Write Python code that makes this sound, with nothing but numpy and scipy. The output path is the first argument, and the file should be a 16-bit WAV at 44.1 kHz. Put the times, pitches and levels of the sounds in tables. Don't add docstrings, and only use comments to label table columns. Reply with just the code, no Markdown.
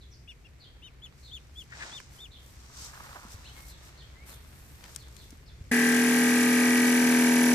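import sys
import numpy as np
from scipy import signal
from scipy.fft import rfft, irfft
from scipy.io import wavfile

SR = 44100
rng = np.random.default_rng(int(sys.argv[2]) if len(sys.argv) > 2 else 0)


def dump_mix(stems):
    frames = np.atleast_2d(stems).T
    limited = np.clip(frames, -1, 1)
    pcm = np.round(limited * 32767).astype(np.int16)
    wavfile.write(sys.argv[1], SR, pcm)


N = 332514
TIME = np.arange(N) / SR
PRESS_ON_S = 5.713
LOAD = np.clip((TIME - PRESS_ON_S) / (TIME[-1] - PRESS_ON_S), 0, 1)
SIDES = np.array([[1], [-1]])


def from_db(db):
    return 10 ** (np.asarray(db) / 20)


def rms_one(x):
    return x / np.sqrt(np.mean(x ** 2) + 1e-20)


def in_time(rows):
    s, *columns = np.transpose(rows)
    return [np.interp(TIME, s, c) for c in columns]


def at_hz(points, hz):
    known_hz, values = np.transpose(points)
    return np.interp(np.log(hz + 1e-9), np.log(known_hz), values)


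def drift(corner_hz):
    r = np.exp(-80 * np.pi * corner_hz / SR)
    slow = signal.lfilter([1], [1, -2 * r, r * r], rng.standard_normal(N // 40 + 2002))[2000:]
    return np.interp(np.arange(N) / 40, np.arange(len(slow)), rms_one(slow))


def swell(s, rise_s, fall_s):
    return np.exp(-((TIME - s) / np.where(TIME < s, rise_s, fall_s)) ** 2 / 2)


def strokes(rows, rest_db):
    power = sum((from_db(db) * swell(s, rise_s, fall_s)) ** 2 for s, rise_s, fall_s, db in rows)
    return np.sqrt(from_db(rest_db) ** 2 + power)


def resonate(x, hz, width_hz):
    r = np.exp(-np.pi * width_hz / SR)
    feedback = [1, -2 * r * np.cos(2 * np.pi * hz / SR), r * r]
    return signal.lfilter(np.array([1, 0, -1]) * (1 - r * r) / 2, feedback, x + 1e-18)


def noise(spectrum, correlation, grain_db=0, crackle=0, lag_ms=0):
    hz = np.fft.rfftfreq(N, 1 / SR)
    cracks = crackle * (rng.random(N) < 60 / SR)
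    grit = rng.standard_normal((2, N)) * (from_db(grain_db * drift(180)) + cracks)
    mid, side = rfft(grit) * from_db(at_hz(spectrum, hz))
    alike = np.clip(at_hz(correlation, hz), -.95, .99)
    mid, side = mid * np.sqrt(1 + alike), side * np.sqrt(1 - alike)
    pair = irfft([mid + side, (mid - side) * np.exp(-2j * np.pi * hz * lag_ms / 1000)], N)
    return pair / np.std(pair.mean(axis=0))


def echoes(x, t60):
    t = TIME[:SR // 2]
    tail = rng.standard_normal((2, len(t))) * from_db(-60 * t / t60)
    return signal.fftconvolve(np.atleast_2d(x), tail / np.sqrt(np.sum(tail[0] ** 2)), axes=1)[:, :N]


def add(out, s, sound):
    at = max(round(s * SR), 0)
    out[at:at + len(sound)] += sound[:N - at]


def place(x, pan_db, lag_ms):
    delayed = np.interp(TIME - lag_ms / 1000, TIME, x)
    return np.array([x, delayed]) * from_db(SIDES * pan_db / 2)


def note(hz, db):
    return from_db(db) * signal.windows.tukey(len(hz), .5) * np.sin(2 * np.pi * np.cumsum(hz) / SR)


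# f/Hz, interaural correlation
LAWN_CORRELATION = [(60, 0.99), (400, 0.55), (1500, 0.25), (12000, 0.019)]
# f/Hz, relative spectral density/dB
RUMBLE_SPECTRUM = [(20, -21), (42, -8), (63, 3), (95, -11.5), (125, -6.5), (190, -19), (450, -25),
                   (1000, -39), (2200, -31), (5000, -49)]
def rumble(start_db=-53, rise_db_per_s=0.54):
    return from_db(start_db + rise_db_per_s * TIME) * noise(RUMBLE_SPECTRUM, LAWN_CORRELATION)


# t/s, duration/s, upper f/Hz, lower f/Hz, source level/dB
BIRD_CHIRPS = [(0, 0.052, 4470, 3350, -58.5), (0.106, 0.048, 5800, 4650, -57.5),
               (0.59, 0.092, 4450, 3250, -54.5), (1.219, 0.095, 4310, 3490, -53.5),
               (2.301, 0.088, 3980, 3200, -54), (3.438, 0.056, 4100, 4000, -53.5),
               (3.675, 0.085, 4400, 3390, -58), (3.965, .08, 4450, 3150, -55),
               (4.282, 0.083, 4450, 3300, -59), (4.968, 0.091, 4480, 3450, -59),
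               (5.158, .097, 4200, 3370, -58), (5.451, .065, 4800, 3460, -59)]
# t/s, duration/s, start f/Hz, end f/Hz, source level/dB
BIRD_WHISTLES = [(3.443, 0.043, 2400, 3750, -50.5), (3.485, .045, 2800, 3450, -54),
                 (3.548, 0.087, 2166, 2160, -50.5), (3.92, 0.136, 1813, 1875, -63.5),
                 (4.14, .12, 1940, 2380, -55.5)]
def far_birds(step_at=.5, step_width=0.182, rasp_depth=0.0664, direct_db=-3):
    chirps, whistles = np.zeros((2, N))
    rasp = 1 + rasp_depth * drift(285)
    for s, length, upper_hz, lower_hz, db in BIRD_CHIRPS:
        u = np.linspace(0, 1, int(length * SR))
        stepped = (1 + np.tanh((u - step_at) / step_width)) / 2
        hz = upper_hz + (lower_hz - upper_hz) * stepped
        add(chirps, s, note(hz * rasp[int(s * SR):][:len(u)], db))
    for s, length, start_hz, end_hz, db in BIRD_WHISTLES:
        add(whistles, s, note(np.geomspace(start_hz, end_hz, int(length * SR)), db))
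    trees = echoes(from_db(2.5) * chirps + from_db(-4) * whistles, t60=0.44)
    return from_db(direct_db) * (chirps + whistles) + trees


# f/Hz, relative spectral density/dB
THATCH_SPECTRUM = [(150, -5.5), (400, -1.5), (900, 2.5), (1800, 1.5), (2700, -3.5), (4500, -4.5),
                   (8000, -33)]
# peak t/s, rise/s, fall/s, relative level/dB
THATCH_TREADS = [(1.83, 0.055, 0.1, -51), (2.17, 0.062, 0.044, -64), (3.05, 0.13, 0.1, -60),
                 (3.59, 0.032, 0.023, -61.5), (3.87, 0.013, 0.017, -62), (4.3, 0.038, .05, -60.5),
                 (4.845, 0.02, 0.081, -60.5)]
def thatch(stir_db):
    crunch = noise(THATCH_SPECTRUM, LAWN_CORRELATION, grain_db=2.0, crackle=9.7, lag_ms=0.19)
    return strokes(THATCH_TREADS, stir_db) * from_db(2.5) * crunch


# f/Hz, relative spectral density/dB
BRUSH_SPECTRUM = [(1500, -10), (3200, -3), (5500, 6), (8000, 2.5), (10000, -9), (14000, -9)]
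# peak t/s, rise/s, fall/s, relative level/dB, clothing hiss gain/dB
BRUSH_STROKES = [(1.23, 0.057, 0.064, -68, 5), (1.61, 0.042, 0.031, -65, 8), (1.86, 0.087, 0.13, -53, -13),
                 (1.98, 0.033, 0.044, -61, -14), (2.15, 0.034, 0.077, -63.5, 9.5),
                 (2.49, 0.075, .06, -72.5, 17), (2.84, 0.064, 0.043, -47.5, -0.5),
                 (3.02, 0.12, .25, -64.5, 12), (3.331, .02, 0.015, -54, 6), (3.6, 0.054, 0.073, -69.5, 20),
                 (3.7, 0.028, 0.017, -59.5, 14), (3.87, 0.035, 0.022, -61, 8), (4.3, 0.026, .045, -61, 17),
                 (4.66, 0.25, 0.16, -67.5, 15), (4.93, 0.095, 0.088, -60.5, 8),
                 (5.19, 0.092, 0.15, -64.5, 9)]
def brushing(stir_db, stir_hiss_db=2, hiss_above_hz=9300):
    friction = from_db(1) * noise(BRUSH_SPECTRUM, LAWN_CORRELATION, grain_db=1.5, crackle=6, lag_ms=0.206)
    hiss = signal.sosfiltfilt(signal.butter(4, hiss_above_hz, "high", fs=SR, output="sos"), friction)
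    grass_gain = strokes([row[:-1] for row in BRUSH_STROKES], stir_db)
    hiss_rows = [(*timing, db + hiss_db) for *timing, db, hiss_db in BRUSH_STROKES]
    return grass_gain * (friction - hiss) + strokes(hiss_rows, stir_db + stir_hiss_db) * hiss


# peak t/s, spread/s, f/Hz, bandwidth/Hz, level/dB
SOLE_SCUFFS = [(1.739, 0.019, 1750, 490, -45.5), (1.82, 0.017, 1790, 490, -40),
               (3.07, 0.21, 1080, 603, -52.5), (3.16, 0.017, 796, 600, -48)]
def scuffs(grain_db=3.5):
    out = np.zeros(N)
    for s, spread_s, hz, width_hz, db in SOLE_SCUFFS:
        grit = rng.standard_normal(N) * from_db(grain_db * drift(64))
        scrape = resonate(resonate(grit, hz, width_hz), hz, 2 * width_hz)
        out += from_db(db) * swell(s, spread_s, spread_s) * rms_one(scrape)
    return out


# t/s, peak level/dB, f/Hz, bandwidth/Hz, left minus right/dB
STALK_SNAPS = [(1.81, -40, 1800, 700, -3), (1.847, -42, 1100, 1800, -2), (2.001, -37, 1400, 1400, -12),
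               (2.815, -40, 6580, 2500, 2), (2.945, -41, 1600, 1200, -2), (3.147, -40, 990, 400, -3),
               (4.529, -47, 1300, 2000, 0), (4.84, -38, 1100, 1800, 8), (4.854, -44, 1500, 3000, 2),
               (4.949, -38, 6500, 5000, 6), (4.961, -26.5, 6500, 1700, 10), (4.962, -42, 1200, 1400, -4),
               (5.084, -45, 6550, 6950, 9), (5.166, -41.5, 5040, 2500, 13), (5.306, -40.5, 6800, 2500, 11)]
def snaps(burst_s=.0015, tick=.35, ground_db=-8):
    out, t = np.zeros((2, N)), TIME[:SR // 4]
    for s, db, hz, width_hz, pan_db in STALK_SNAPS:
        burst = rng.standard_normal(len(t)) * np.exp(-t / burst_s)
        sound = resonate(burst + tick * (t == 0) * np.sqrt(SR / hz), hz, width_hz)
        for ear, side in zip(out, (1, -1)):
            add(ear, s, from_db(db + side * pan_db / 2) * sound / np.abs(sound).max())
    return out + from_db(ground_db) * echoes(out, t60=0.018)


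# t/s, initial level/dB, f/Hz
SOIL_THUDS = [(3.251, -39, 213), (3.344, -34, 89.5), (5.327, -39.5, 280), (5.611, -33, 91)]
def footfalls(decay_cycles=1.5):
    out, t = np.zeros(N), TIME[:SR // 4]
    for s, db, hz in SOIL_THUDS:
        add(out, s, from_db(db) * np.exp(-t * hz / decay_cycles) * np.sin(2 * np.pi * hz * t))
    return out


# t/s, relative thatch level/dB, relative brushing level/dB
GRASS_STIR = [(0, -77.5, -73.5), (.95, -70.5, -77.5), (1.3, -71.5, -71.5), (2.35, -70, -72.5),
              (2.6, -65.5, -63), (3.45, -62, -62), (4.1, -66, -69), (4.9, -65.5, -87), (5.65, -71.5, -69.5)]
def lawn(cross_s=2.2, pan_db=0.6):
    thatch_db, brushing_db = in_time(GRASS_STIR)
    grass = thatch(thatch_db) + brushing(brushing_db) + place(scuffs(), pan_db=-5, lag_ms=0.18)
    grass = np.where(TIME < cross_s, grass[::-1], grass)
    return (rumble() + grass + snaps() + footfalls()) * from_db(SIDES * pan_db / 2)


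# t/s, duration/s, start f/Hz, top f/Hz, end f/Hz, level/dB, second voice re first/dB,
# skew (below 1 the top comes earlier)
CHICK_PEEPS = [(0.274, 0.055, 2330, 2920, 2080, -50, -5, 0.88),
               (0.445, 0.032, 2630, 2800, 2330, -56.5, -11, 1),
               (.818, 0.077, 2380, 3110, 2070, -52, -5.5, 0.92),
               (1.018, 0.057, 2920, 3480, 2370, -47.5, -27, 1.03),
               (1.311, 0.075, 2900, 3546, 2300, -44, -35, 0.97),
               (1.554, 0.076, 3120, 3485, 2500, -45.5, -35, 1.1),
               (1.909, 0.085, 3120, 3620, 2370, -43.5, -35, 1.44),
               (2.18, 0.092, 2900, 3650, 2230, -47, -35, 1.2)]
def chick(second_ratio=1.21, overtone_db=-15, falloff_db=-5, waver=0.012, flatness=2.4, softness=0.66):
    out, wobble = np.zeros(N), 1 + waver * drift(170)
    for s, length, start_hz, top_hz, end_hz, db, second_db, skew in CHICK_PEEPS:
        u = np.linspace(0, 1, int(length * SR)) ** skew
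        rise, fall = np.abs([top_hz - start_hz, top_hz - end_hz]) ** (1 / flatness)
        arch_hz = top_hz - np.abs(u * (rise + fall) - rise) ** flatness
        hz = arch_hz * wobble[int(s * SR):][:len(u)]
        phase = 2 * np.pi * np.cumsum(hz) / SR
        voice = np.sin(phase) + from_db(second_db) * np.sin(second_ratio * phase)
        overtones = sum(from_db(overtone_db + falloff_db * k) * np.sin((k + 2) * phase) for k in range(3))
        voice += 2 * u * (hz / top_hz) ** 3 * overtones
        envelope = np.abs(np.sin(np.pi * u)) ** softness
        add(out, s, np.sqrt(2) * from_db(db) * envelope * voice)
    return place(out, pan_db=5, lag_ms=0.048) + from_db(-8) * echoes(out, t60=0.084)


# f/Hz, relative spectral density/dB
OIL_SPECTRUM = [(40, -7), (90, -3.5), (150, 1.5), (280, 2), (550, -1.5), (1200, 2.5), (1800, 10), (2600, 6),
                (3600, 1), (7000, 3.5), (9000, -1), (12000, 1.5), (14500, -7)]
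# f/Hz, interaural correlation before clipping
OIL_CORRELATION = [(100, 0), (500, 2.5), (2000, -0.76), (4500, 0.13), (8000, 0), (13000, 0.3)]
# position/turn, spread/turn, f/Hz, linewidth/Hz, relative starting level/dB, growth/(dB/s)
VALVE_WHISTLES = [(.85, .036, 5900, 30, 1.2, 3), (.14, .045, 5900, 60, -6, 3), (.6, .16, 9980, 30, -1, .6),
                  (.6, .19, 9790, 70, -2.5, 0), (.66, .15, 8500, 180, -4.5, -1),
                  (.93, .05, 7200, 1200, -3, 0), (.6, .15, 11500, 2500, -7, 0)]
def oil_hiss(turn, surge_db=0.67, flutter_db=2.0):
    rush = noise(OIL_SPECTRUM, OIL_CORRELATION, grain_db=-1.0, lag_ms=-0.11)
    out = from_db(1.75 + surge_db * np.cos(2 * np.pi * (turn - .85))) * rush
    running_s = np.maximum(TIME - PRESS_ON_S, 0)
    ear_phase = np.array([[0], [np.pi / 2.5]])
    for where, spread, hz, width_hz, db, growth in VALVE_WHISTLES:
        away = (turn - where + .5) % 1 - .5
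        opening = np.exp(-(away / spread / 2) ** 2)
        wander = np.cumsum(rng.standard_normal(N)) * np.sqrt(2 * np.pi * width_hz / SR)
        gain = from_db(db + growth * running_s + flutter_db * drift(32))
        out += gain * opening * np.sin(2 * np.pi * hz * TIME + wander + ear_phase)
    return out


# shaft order, peak t/s, spread/s, level/dB
CASING_WHINES = [(30, 6.7, .35, -49), (38, 7.1, .25, -50), (39, 5.95, .15, -43), (40, 5.75, .1, -43),
                 (40, 7.4, .2, -46), (43, 7.5, .1, -47), (47, 6.25, .2, -47), (47, 6.74, .11, -39),
                 (48, 5.75, .12, -37)]
def pump_whines(turn, knocks, waver_db=2.0):
    out = np.zeros(N)
    for order, s, spread_s, db in CASING_WHINES:
        rotor = np.exp(2j * np.pi * order * turn)
        envelope = swell(s, spread_s, spread_s)
        drive = np.sum(knocks * envelope / rotor)
        tone = np.sqrt(2) * np.real(rotor * drive / np.abs(drive))
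        out += from_db(db + waver_db * drift(28)) * envelope * tone
    return out


# position/turn, shift under load/turn, idle drive/dB, loaded drive/dB, f/Hz, bandwidth/Hz
CASING_KNOCKS = [(.936, -.011, -22, -21.2, 2290, 160), (.99, -.01, -28, -27, 700, 400),
                 (.027, -.021, -24.4, -21.6, 1650, 170), (.036, -.004, -19, -23, 1800, 1000),
                 (.153, -.015, -28.1, -21.6, 2020, 180), (.186, -.02, -21.3, -26.1, 1680, 80),
                 (.341, -.02, -25, -29.2, 1920, 70), (.415, -.021, -31.3, -32, 1620, 70),
                 (.54, 0, -21, -30.6, 1730, 70), (.642, 0, -29.3, -31.3, 2400, 200)]
def pump_knocks(turn, uneven_db=0.25, jitter_turns=0.0001, band_hz=(700, 3200)):
    out, step = np.zeros(N), np.gradient(turn)
    for where, shift, idle_db, loaded_db, hz, width_hz in CASING_KNOCKS:
        away = (turn - where - shift * LOAD + jitter_turns * drift(40) + .5) % 1 - .5
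        db = idle_db + (loaded_db - idle_db) * LOAD + uneven_db * drift(19)
        clicks = np.maximum(1 - np.abs(away) / step, 0) * from_db(db)
        out += resonate(clicks, hz, width_hz) * SR / (2 * np.pi * width_hz)
    return signal.sosfilt(signal.butter(2, band_hz, "band", fs=SR, output="sos"), out)


# shaft order, relative idle level/dB, relative loaded level/dB
HUM_ORDERS = [(2.98, -33, -36), (4.01, -22, -24), (5, -25, -26), (5.996, 0, 0.5), (7, -17.5, -18),
              (8, -19.5, -16.5), (9, -21, -23.5), (10, -21, -19.5), (11.01, -11, -14), (12, -27, -36),
              (13, -31.5, -24), (14, -29.5, -24.5), (16, -33.5, -24.5), (17, -29, -25.5), (18, -30, -31),
              (19, -24, -45), (20, -22, -24), (21, -30, -30), (22, -29, -29.5), (23, -34, -20.5),
              (24, -34.5, -29), (26.2, -35, -31.5)]
def pump_hum(turn, waver_db=0.5, spread=0.48):
    out = np.zeros((2, N))
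    for order, idle_db, loaded_db in HUM_ORDERS:
        phase, offset = rng.random(2)
        db = idle_db + (loaded_db - idle_db) * LOAD
        depth_db = waver_db * np.log(order + 1) / np.log(20) * (db < -6)
        ear_phase = spread * order / 10 * (offset - .5) * SIDES
        tone = np.sin(2 * np.pi * (order * turn + phase) + ear_phase)
        out += from_db(db + depth_db * drift(0.94)) * tone
    return rms_one(out)


# t/s, rotation f/Hz
SHAFT_SPEED = [(5.7, 40.25), (6.05, 40.735), (6.45, 40.92), (6.7, 40.92), (7.05, 40.99), (7.54, 40.885)]
# t/s, hum gain/dB, knock gain/dB, hiss gain/dB
PUMP_EFFORT = [(5.76, -24, 1, -36), (6.05, -23, 0, -35), (6.75, -22.5, 0, -35), (7.5, -21.5, -1, -35)]
# f/Hz, left minus right/dB
WORKSHOP_BALANCE = [(400, 1), (750, 0), (1400, -2), (2600, 2), (4500, -2.5), (12000, 0.5)]
def press(turn_zero_s=5.728, walls_db=-11):
    turn = np.cumsum(in_time(SHAFT_SPEED)[0]) / SR
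    turn -= np.interp(turn_zero_s, TIME, turn)
    hum_db, knock_db, hiss_db = in_time(PUMP_EFFORT)
    knocks = from_db(knock_db) * pump_knocks(turn)
    casing = knocks + pump_whines(turn, knocks)
    out = place(casing, pan_db=4.5, lag_ms=0.067) + from_db(walls_db) * echoes(casing, t60=.22)
    out += from_db(hum_db + 0.22) * pump_hum(turn) + from_db(hiss_db) * oil_hiss(turn)
    balance_db = at_hz(WORKSHOP_BALANCE, np.fft.rfftfreq(N, 1 / SR))
    return irfft(rfft(out) * from_db(SIDES * balance_db / 2), N)


def scene(fade_s=0.0023):
    indoors = np.clip((TIME - PRESS_ON_S) / fade_s, 0, 1)
    return (1 - indoors) * (chick() + far_birds() + lawn()) + indoors * press()


def record(dry, cutoff_hz=14550):
    return signal.sosfilt(signal.ellip(12, .1, 80, cutoff_hz, fs=SR, output="sos"), dry)


dry = scene()
out = record(dry)
dump_mix(out)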